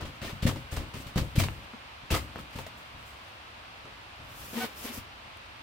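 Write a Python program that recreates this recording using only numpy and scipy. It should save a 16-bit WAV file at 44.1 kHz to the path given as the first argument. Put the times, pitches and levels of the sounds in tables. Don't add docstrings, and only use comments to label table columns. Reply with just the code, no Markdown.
import sys
import numpy as np
from scipy import signal
from scipy.fft import rfft, irfft
from scipy.io import wavfile
from scipy.ndimage import uniform_filter1d

SR = 44100
rng = np.random.default_rng(int(sys.argv[2]) if len(sys.argv) > 2 else 0)


def master_out(mix):
    frames = np.transpose(np.atleast_2d(mix))
    ceiling = np.clip(frames, -1, 1)
    pcm = np.round(ceiling * 32767).astype(np.int16)
    wavfile.write(sys.argv[1], SR, pcm)


def volts_from_db(level):
    exponent = np.asarray(level, float) / 20
    return 10 ** exponent


N = 248150
T = np.arange(N) / SR
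LONGEST = SR // 2

# frequency in Hz, level in dB per Hz.
FAN_COLOUR = [(20, -16), (40, -8), (66, 1.5), (114, -3.5), (145, -12), (260, -10), (420, -15), (600, -9),
              (1050, -6.5), (1900, -11.5), (2700, -10), (4500, -18.5), (6400, -29.5), (16000, -40.5)]
FAN_DB = -51

# start in seconds, peak in dB, push pitch in Hz, wobble minus peak in dB.
BLOWS = [(0.001, -35, 250, -0.5), (0.047, -26.5, 95, -9.5), (0.217, -38, 150, 6), (0.252, -29.5, 79.6, -2),
         (0.426, -17.5, 113, -6.5), (0.4525, -7, 154, -30), (0.462, -20, 218, -5.5), (0.481, -21, 101, -20),
         (0.509, -38, 100, 2), (0.558, -30.5, 247, -4), (0.722, -27.5, 75.5, 0), (0.772, -19.5, 71.6, -15),
         (0.942, -27, 109, -6.5), (1.159, -14.5, 113, -4), (1.1762, -15, 113, -12.5),
         (1.209, -26, 78.1, -4.5), (1.226, -27, 83.4, -21), (1.353, -24, 150, -0.5),
         (1.378, -6.5, 121, -22), (1.418, -20.5, 72.7, -7), (1.454, -31, 92, -13), (2.106, -19.5, 108, -6),
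         (2.1165, -16, 50, -20), (2.1325, -14, 95, -17.5), (2.159, -38, 73.3, -6.5), (2.389, -37, 158, -5),
         (2.553, -32, 90, -1.5), (4.9805, -33.5, 80, -25)]
# start in seconds, peak in dB, push pitch in Hz.
NUDGES = [(0.021, -30.5, 99), (0.327, -27.5, 108), (0.799, -25, 72), (1, -30.5, 234), (1.062, -30, 90),
          (1.484, -38, 118), (1.51, -37, 73), (1.577, -35.5, 72.7), (1.631, -40, 223), (2.033, -38.5, 80),
          (2.19, -30, 90), (2.224, -42, 80), (2.286, -48, 95), (2.36, -28.5, 277), (2.589, -31.5, 80.7),
          (2.67, -41, 135), (2.946, -36, 100), (3.848, -37.5, 147), (4.197, -36.5, 112),
          (4.298, -42, 134.2), (4.398, -44.5, 72.7)]
NUDGE_WOBBLE_DB = -10
# frequency in Hz, level in dB, t60 in seconds.
SKIN_MODES = [(44.8, -9.5, 0.3), (63.2, -9, 0.75), (97.6, -4, 0.37), (135, -4, 0.38), (174, -5.5, 0.053),
              (241, -0.5, 0.1), (319.5, -9.5, 0.13), (500, -14, 0.087), (551, -5, 0.097), (534, -29, 0.06)]
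WOBBLE_T60_S, WOBBLE_SLOPE = 0.17, -0.18
ROCK_DB, ROCK_SHARE = -29, 0.51
ROCK_RISE_S, ROCK_T60_S = 0.044, 0.76
ROCK_HZ, ROCK_DB_PER_OCTAVE = 85, 3.5
ROCK_FUR_DB, DRAG_RUMBLE_DB = -20, -3

# start in seconds, peak, body minus peak and air minus peak in dB.
SLAPS = [(0.0504, -29.5, -2, -8), (0.215, -27.5, -5, -8), (0.232, -30, -1, -9), (0.2874, -29.5, 0, -7.5),
         (0.4215, -22.5, -7.5, -8), (0.4624, -19.5, -5.5, -6.5), (0.484, -26.5, 3.5, -11),
         (0.5582, -35, -5, -10), (0.775, -32, 6, -6), (1.065, -33.5, -10, -7.5), (1.1554, -26.5, -16, -9),
         (1.1717, -20.5, -1.5, -5.5), (1.3847, -21, -7.5, 3), (1.404, -30, -6, -7), (1.442, -39, -2, -11),
         (1.6294, -46, -9, -1), (2.1385, -21.5, 2.5, -0.5), (2.158, -25.5, 0.5, -3), (2.3575, -39, 7, -12),
         (2.385, -39.5, -2, 1), (2.5264, -43, -3, 3), (2.585, -36.5, 8, 1), ]
SLAP_RISE_S, SLAP_T60_S = 0.0056, 0.13
# start in seconds, peak, body minus peak and air minus peak in dB.
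WIPES = [(0.0044, -32, 1, -12), (0.2424, -31, -5, -5.5), (0.711, -30.5, -6, -3), (0.7994, -40, 2, -19),
         (0.935, -32.5, 1, -4), (0.9994, -42.5, -13, 1), (1.3535, -24.5, -10, -4),
         (2.1035, -19.5, -2.5, -5), (2.5536, -32.5, -2.5, -4), (3.849, -52, 14, -17)]
WIPE_RISE_S, WIPE_T60_S = 0.0088, 0.25
# start in seconds, peak, body minus peak and air minus peak in dB.
FLICKS = [(0.007, -30.5, 1, -9), (0.471, -18.5, 1, -5.5), (0.762, -27, 3.5, 0), (1.3985, -13.5, -2, -6),
          (1.4144, -22.5, 1, -10), (1.4345, -19.5, 3, -7), (2.145, -17, -1.5, -2.5), (2.3565, -35, 4, -10),
          (2.587, -36.5, 8, -8), (2.664, -37, 4, -1)]
FLICK_RISE_S, FLICK_T60_S = 0.003, 0.06
# start in seconds, peak, body minus peak and air minus peak in dB.
BRUSHES = [
    (2.765, -51, -14, 6),
    (2.96, -53, -8, 4),
    (3.045, -48, -9, 5),
    (3.22, -51, -5, 3),
]
BRUSH_RISE_S, BRUSH_T60_S = 0.04, 0.4
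# time in seconds, speed as hiss in dB, grip in dB.
DRAGS = [
    [(4.15, -82, 15), (4.31, -63, -14), (4.416, -52.5, 5), (4.505, -54.5, -4), (4.535, -50, 9.5),
     (4.6, -45, 11.5), (4.655, -46, 10.5), (4.675, -61.5, 14.5), (4.742, -61.5, 12)],
    [(4.738, -61, 0), (4.78, -52, 2.5), (4.86, -45, 5), (4.915, -54, 10.5), (4.94, -46.5, 2),
     (4.985, -49.5, 3), (5.005, -67, 17), (5.06, -83, 22)],
]
GRIP_BODY_DB, GRIP_MIDDLE_DB = -8, -7
# frequency in Hz, level in dB per Hz.
RASP_COLOUR = [(200, -8), (330, 3.5), (750, -3), (960, -3.5), (1260, -3), (2900, -0.5), (3400, -2),
               (10400, -18), (15800, -16.5), (16400, -50.5)]
# frequency in Hz, level in dB per Hz.
FUR_COLOUR = [(2500, -28), (5000, -1.5), (9000, -4), (13000, -1), (20000, -4.5)]

# start
# in seconds, peak in dB, ring pitch in Hz.
PATCHES = [(0.244, -31, 650), (0.28, -32, 1828), (0.47, -26, 1820), (0.485, -27, 977), (1.172, -34, 638),
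           (1.189, -35, 860), (1.387, -22.5, 2360), (1.399, -20, 667), (1.436, -26, 950),
           (2.105, -31, 2660), (2.143, -17.5, 1244), (2.159, -24, 2050), (2.386, -34, 1300),
           (2.587, -41, 884), (2.665, -36, 643), (4.976, -26.5, 238)]
PATCH_T60_S = 0.047
# start in seconds, peak in dB, ring pitch in Hz, bright crack in dB, t60 in seconds.
SNAPS = [
    (0.511, -30, 616, -18, 0.029),
    (0.56, -25.5, 938, -21, 0.012),
    (0.77, -21, 470, -16, 0.016),
    (1.171, -32, 526, -24, 0.032),
    (2.104, -21, 2640, -15, 0.016),
    (2.587, -26, 930, -17, 0.024),
    (2.666, -27.5, 620, -26, 0.014),
    (3.854, -35, 1340, -26, 0.0173),
]
# start in seconds, peak in
# dB.
TICKS = [(0.5595, -44), (0.999, -47), (1.4845, -41), (2.3575, -48), (2.3825, -42), (2.5097, -48),
         (4.8644, -46), (4.8704, -46), (4.8908, -33), (5.372, -44)]
# start in seconds, depth in dB, width in seconds, ring pitch in Hz.
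POPS = [
    (1.1585, -27, .0009, 900),
    (1.4857, -21, .00038, 2850),
    (1.736, -32, .0005, 1500),
    (2.3587, -25, .0006, 1000),
    (2.3882, -29, .0005, 1300),
]

# start and length in seconds, slip rate in Hz, peak in dB, sharpness from 0 to 1.3.
GROANS = [
    (1.729, 0.03, 235, -45, 0.27),
    (4.526, 0.017, 232, -38.5, 0.3),
    (4.84, 0.028, 244.7, -40.5, 0.47),
    (4.885, 0.04, 240, -44.5, 0.13),
]
SQUEALS = [
    (4.568, .038, 930, -39.5, .5),
    (4.598, .056, 760, -39, .85),
    (4.634, .024, 990, -47, .3),
]
# time in seconds, slip rate in Hz, level in dB, sharpness from 0 to 1.3.
HAUL = [
    (4.547, 229, -50, .3),
    (4.56, 230, -38, .15),
    (4.578, 232, -31, .2),
    (4.6, 233, -42, .5),
    (4.626, 233, -46, .4),
    (4.643, 230, -36, .6),
    (4.656, 229, -42, .4),
    (4.67, 228, -66, .3),
]
HAUL_JITTER = 0.009
# level in dB, from the fundamental up.
GROAN_OVERTONES = [2.5, 2.5, -0.5, 6, -5, -3, -6, -7]
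# level in dB, from the fundamental up.
SQUEAL_OVERTONES = [0, 1, -7, -11]
CATCH, LET_GO = 0.4, 0.6
GROAN_EDGE_DB, GROAN_EDGE_PITCH = -13, 0.95
SQUEAL_EDGE_DB, SQUEAL_EDGE_PITCH = -7, 0.97

ROOM_T60_S, ROOM_DB = 0.15, -11.5


def colour(x, points):
    hz, db = np.transpose(points)
    f = np.maximum(np.arange(N // 2 + 1) * SR / N, 1)
    gain = volts_from_db(np.interp(np.log(f), np.log(hz), db))
    return irfft(rfft(x) * gain, N)


def unit(x):
    return x / np.sqrt(np.mean(x ** 2))


def band(x, lo_hz, hi_hz):
    return signal.sosfilt(signal.butter(2, [lo_hz, hi_hz], "band", fs=SR, output="sos"), x)


def walk(rate):
    hold = int(SR / rate)
    steps = np.repeat(rng.standard_normal(N // hold + 1), hold)
    return 1.1 * uniform_filter1d(steps, hold)[:N]


def burst(s, rise, t60):
    now = slice(int(s * SR), int(s * SR) + LONGEST)
    t = np.maximum(T[now] - s, 0)
    attack = 1 - np.exp(-t / max(rise, 2e-4))
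    return now, attack * np.exp(-np.log(1000) * t / max(t60, .005))


def ring(x, modes):
    out = 0
    for hz, db, t60 in modes:
        pole = np.exp(2j * np.pi * hz / SR - np.log(1000) / (t60 * SR))
        mode = signal.lfilter([1], [1, -pole], x).imag
        out = out + volts_from_db(db) * mode * np.sqrt(1 - abs(pole))
    return out


def curve(table):
    s, *columns = np.transpose(table)
    fade = np.clip(np.minimum(T - s[0], s[-1] - T) / 0.01, 0, 1)
    return [np.interp(T, s, c) for c in columns], fade


def fan():
    common, left, right = (colour(rng.standard_normal(N), FAN_COLOUR) for _ in range(3))
    both = np.array([common, np.roll(common, 15)])
    low = both - band(both, 400, 19000)
    apart = np.array([left, right])
    treble = band(apart, 450, 19000)
    drifting_low = volts_from_db(0.55 * walk(14)) * (low + 0.37 * apart)
    return volts_from_db(FAN_DB + 4.0) * unit(drifting_low + .5 * (both - low) + 0.97 * treble)


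def pushes():
    return BLOWS + [(*row, NUDGE_WOBBLE_DB) for row in NUDGES]


def rocking():
    power = np.zeros(N)
    for s, db, _, _ in pushes():
        now, fade = burst(s, ROCK_RISE_S, ROCK_T60_S)
        settle = np.cos(np.pi * (T[now] - s) * SR / LONGEST / 2)
        power[now] += (volts_from_db(ROCK_DB + ROCK_SHARE * db) * fade * settle) ** 2
    return np.sqrt(power)


def blows():
    dent, wobble = np.zeros(N), np.zeros((len(SKIN_MODES), N))
    mode_hz = np.array(SKIN_MODES)[:, :1]
    for s, db, hz, wobble_db in pushes():
        now, fade = burst(s, 0.0022, WOBBLE_T60_S * (hz / 100) ** WOBBLE_SLOPE)
        turn = np.clip((T[now] - s) * hz, 0, 1)
        dent[now] += volts_from_db(db) * np.sin(2 * np.pi * turn) * np.sin(np.pi * turn) * np.exp(-1.5 * turn)
        wobble[:, now] += volts_from_db(db + wobble_db - 2.34 * abs(np.log2(mode_hz / hz))) * fade
    wobble += rocking() * volts_from_db(-ROCK_DB_PER_OCTAVE * abs(np.log2(mode_hz / ROCK_HZ)))
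    for table in DRAGS:
        (fur_db, _), fade = curve(table)
        wobble += fade * volts_from_db(fur_db + DRAG_RUMBLE_DB)
    shake = np.zeros(N)
    for level, (hz, db, t60) in zip(wobble, SKIN_MODES):
        mode = unit(ring(rng.standard_normal(N), [(hz, 0, 0.31 * t60)]))
        shake += level * volts_from_db(db) * mode
    return volts_from_db(-2.0) * dent + volts_from_db(-17.5) * ring(dent, SKIN_MODES) + volts_from_db(-6.5) * shake


def rasp():
    noise = rng.standard_normal((2, N))
    size_db = 2.45 * np.minimum(rng.exponential(size=N), 6.5)
    slips = noise * volts_from_db(size_db + 1.14 * walk(250))
    body = [(220, -40), (330, 0), (1200, 0), (2400, -25), (20000, -60)]
    middle = [(600, -60), (1000, -12), (1800, 0), (5000, 0), (9000, -15), (20000, -40)]
    air = [(2000, -60), (4000, -20), (8000, 0), (20000, 0)]
    zones = []
    for zone, alike in ((body, .45), (middle, .12), (air, -.05)):
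        rubber = colour(slips + alike * slips[::-1], RASP_COLOUR)
        zones.append(unit(volts_from_db(1.7 * walk(40)) * colour(rubber, zone)))
    return zones


def rubbing():
    power = np.zeros((4, N))
    for table, rise, t60 in ((SLAPS, SLAP_RISE_S, SLAP_T60_S), (WIPES, WIPE_RISE_S, WIPE_T60_S),
                             (FLICKS, FLICK_RISE_S, FLICK_T60_S), (BRUSHES, BRUSH_RISE_S, BRUSH_T60_S)):
        for s, db, body_db, air_db in table:
            now, fade = burst(s, rise, t60)
            zone_db = np.array([[body_db], [0], [air_db]])
            power[:3, now] += (volts_from_db(db - 10.0 + zone_db) * fade) ** 2
    for table in DRAGS:
        (fur_db, grip_db), fade = curve(table)
        zone_db = np.array([[GRIP_BODY_DB], [GRIP_MIDDLE_DB]])
        power[:2] += (fade * volts_from_db(fur_db + grip_db + zone_db)) ** 2
        power[3] += (fade * volts_from_db(fur_db + 3.0)) ** 2
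    power[2] += (rocking() * volts_from_db(ROCK_FUR_DB)) ** 2
    fur = unit(volts_from_db(1.5 * walk(60)) * colour(rng.standard_normal((2, N)), FUR_COLOUR))
    return sum(np.sqrt(p) * zone for p, zone in zip(power, rasp() + [fur]))


def patches():
    out = np.zeros(N)
    for s, db, hz in PATCHES:
        now, fade = burst(s, 0.00094, PATCH_T60_S)
        out[now] += volts_from_db(db - 5.0) * fade * np.sin(2 * np.pi * hz * (T[now] - s))
    return out


def snaps():
    out, edges, noise = np.zeros(N), np.zeros(N), rng.standard_normal(N)
    dull, bright = unit(band(noise, 320, 2900)), unit(band(noise, 3500, 10300))
    for s, db, hz, bright_db, t60 in SNAPS:
        now, fade = burst(s, 0.0015, t60)
        crack = 0.4 * dull[now] + volts_from_db(bright_db - 4) * bright[now]
        tone = 0.72 * np.sin(2 * np.pi * hz * (T[now] - s))
        out[now] += volts_from_db(db + 2.5) * fade * (crack - tone)
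        edges[now.start] = -volts_from_db(db + 6.5)
    return out + band(edges, 210, 4800)


def ticks():
    out = np.zeros(N)
    bright = unit(band(rng.standard_normal(N), 6000, 15500))
    for s, db in TICKS:
        now, fade = burst(s, 0.00028, 0.01)
        out[now] += volts_from_db(db - 6.5) * fade * bright[now]
    return out


def pops():
    dips, rings = np.zeros(N), np.zeros(N)
    for s, db, width, hz in POPS:
        now, fade = burst(s + width, 0.00037, 0.01)
        dips -= volts_from_db(db + 2.5) * np.sin(np.pi * np.clip((T - s) / width, 0, 1)) ** 2
        rings[now] += volts_from_db(db - 9.0) * fade * np.sin(2 * np.pi * hz * (T[now] - s))
    return band(dips, 180, 12000) + rings


def grip(row, edge_db, edge_pitch):
    s, length, hz, db, sharp = row
    edge, full = (hz * edge_pitch, db + edge_db, sharp), (hz, db, sharp)
    return [(s, *edge), (s + CATCH * length, *full), (s + LET_GO * length, *full), (s + length, *edge)]


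def squeak(table, jitter, overtones_db):
    (hz, db, sharp), fade = curve(table)
    phase = 2 * np.pi * np.cumsum(hz * (1 + jitter * walk(220))) / SR
    tone = np.zeros(N)
    for k, own_db in enumerate(overtones_db):
        level = np.clip(sharp, .05, 1.3) ** k * volts_from_db(own_db + walk(80))
        tone += level * np.cos((k + 1) * phase - 1.06 * k)
    return np.sqrt(2) * fade * volts_from_db(db) * tone


def squeaks():
    out = squeak(HAUL, HAUL_JITTER, GROAN_OVERTONES)
    for row in GROANS:
        out += squeak(grip(row, GROAN_EDGE_DB, GROAN_EDGE_PITCH), 0.0051, GROAN_OVERTONES)
    for row in SQUEALS:
        out += squeak(grip(row, SQUEAL_EDGE_DB, SQUEAL_EDGE_PITCH), 0.0086, SQUEAL_OVERTONES)
    return out


def room(x):
    t = T[:SR // 2]
    decay = np.exp(-np.log(1000) * t / ROOM_T60_S) * (t > .004)
    mid, side = rng.standard_normal((2, len(t))) * decay
    side = 0.81 * side + band(side, 550, 20000)
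    tail = np.array([mid + side, mid - side]) / np.sqrt(np.sum(mid ** 2))
    return volts_from_db(ROOM_DB) * signal.fftconvolve(x, tail, axes=1)[:, :N]


def scene():
    balloon = blows() + rubbing() + patches() + snaps() + ticks() + pops() + squeaks()
    balloon = balloon * volts_from_db(np.array([[.7], [-.7]]))
    return balloon + room(balloon) + fan()


def top_cut(x):
    return signal.sosfilt(signal.butter(12, 15860, fs=SR, output="sos"), x)


def record(dry):
    x = signal.sosfilt(signal.butter(2, 20, "high", fs=SR, output="sos"), dry)
    mix = signal.sosfilt(signal.ellip(10, .2, 70, 15800, fs=SR, output="sos"), x)
    return top_cut(mix)


dry = scene()
out = record(dry)
master_out(out)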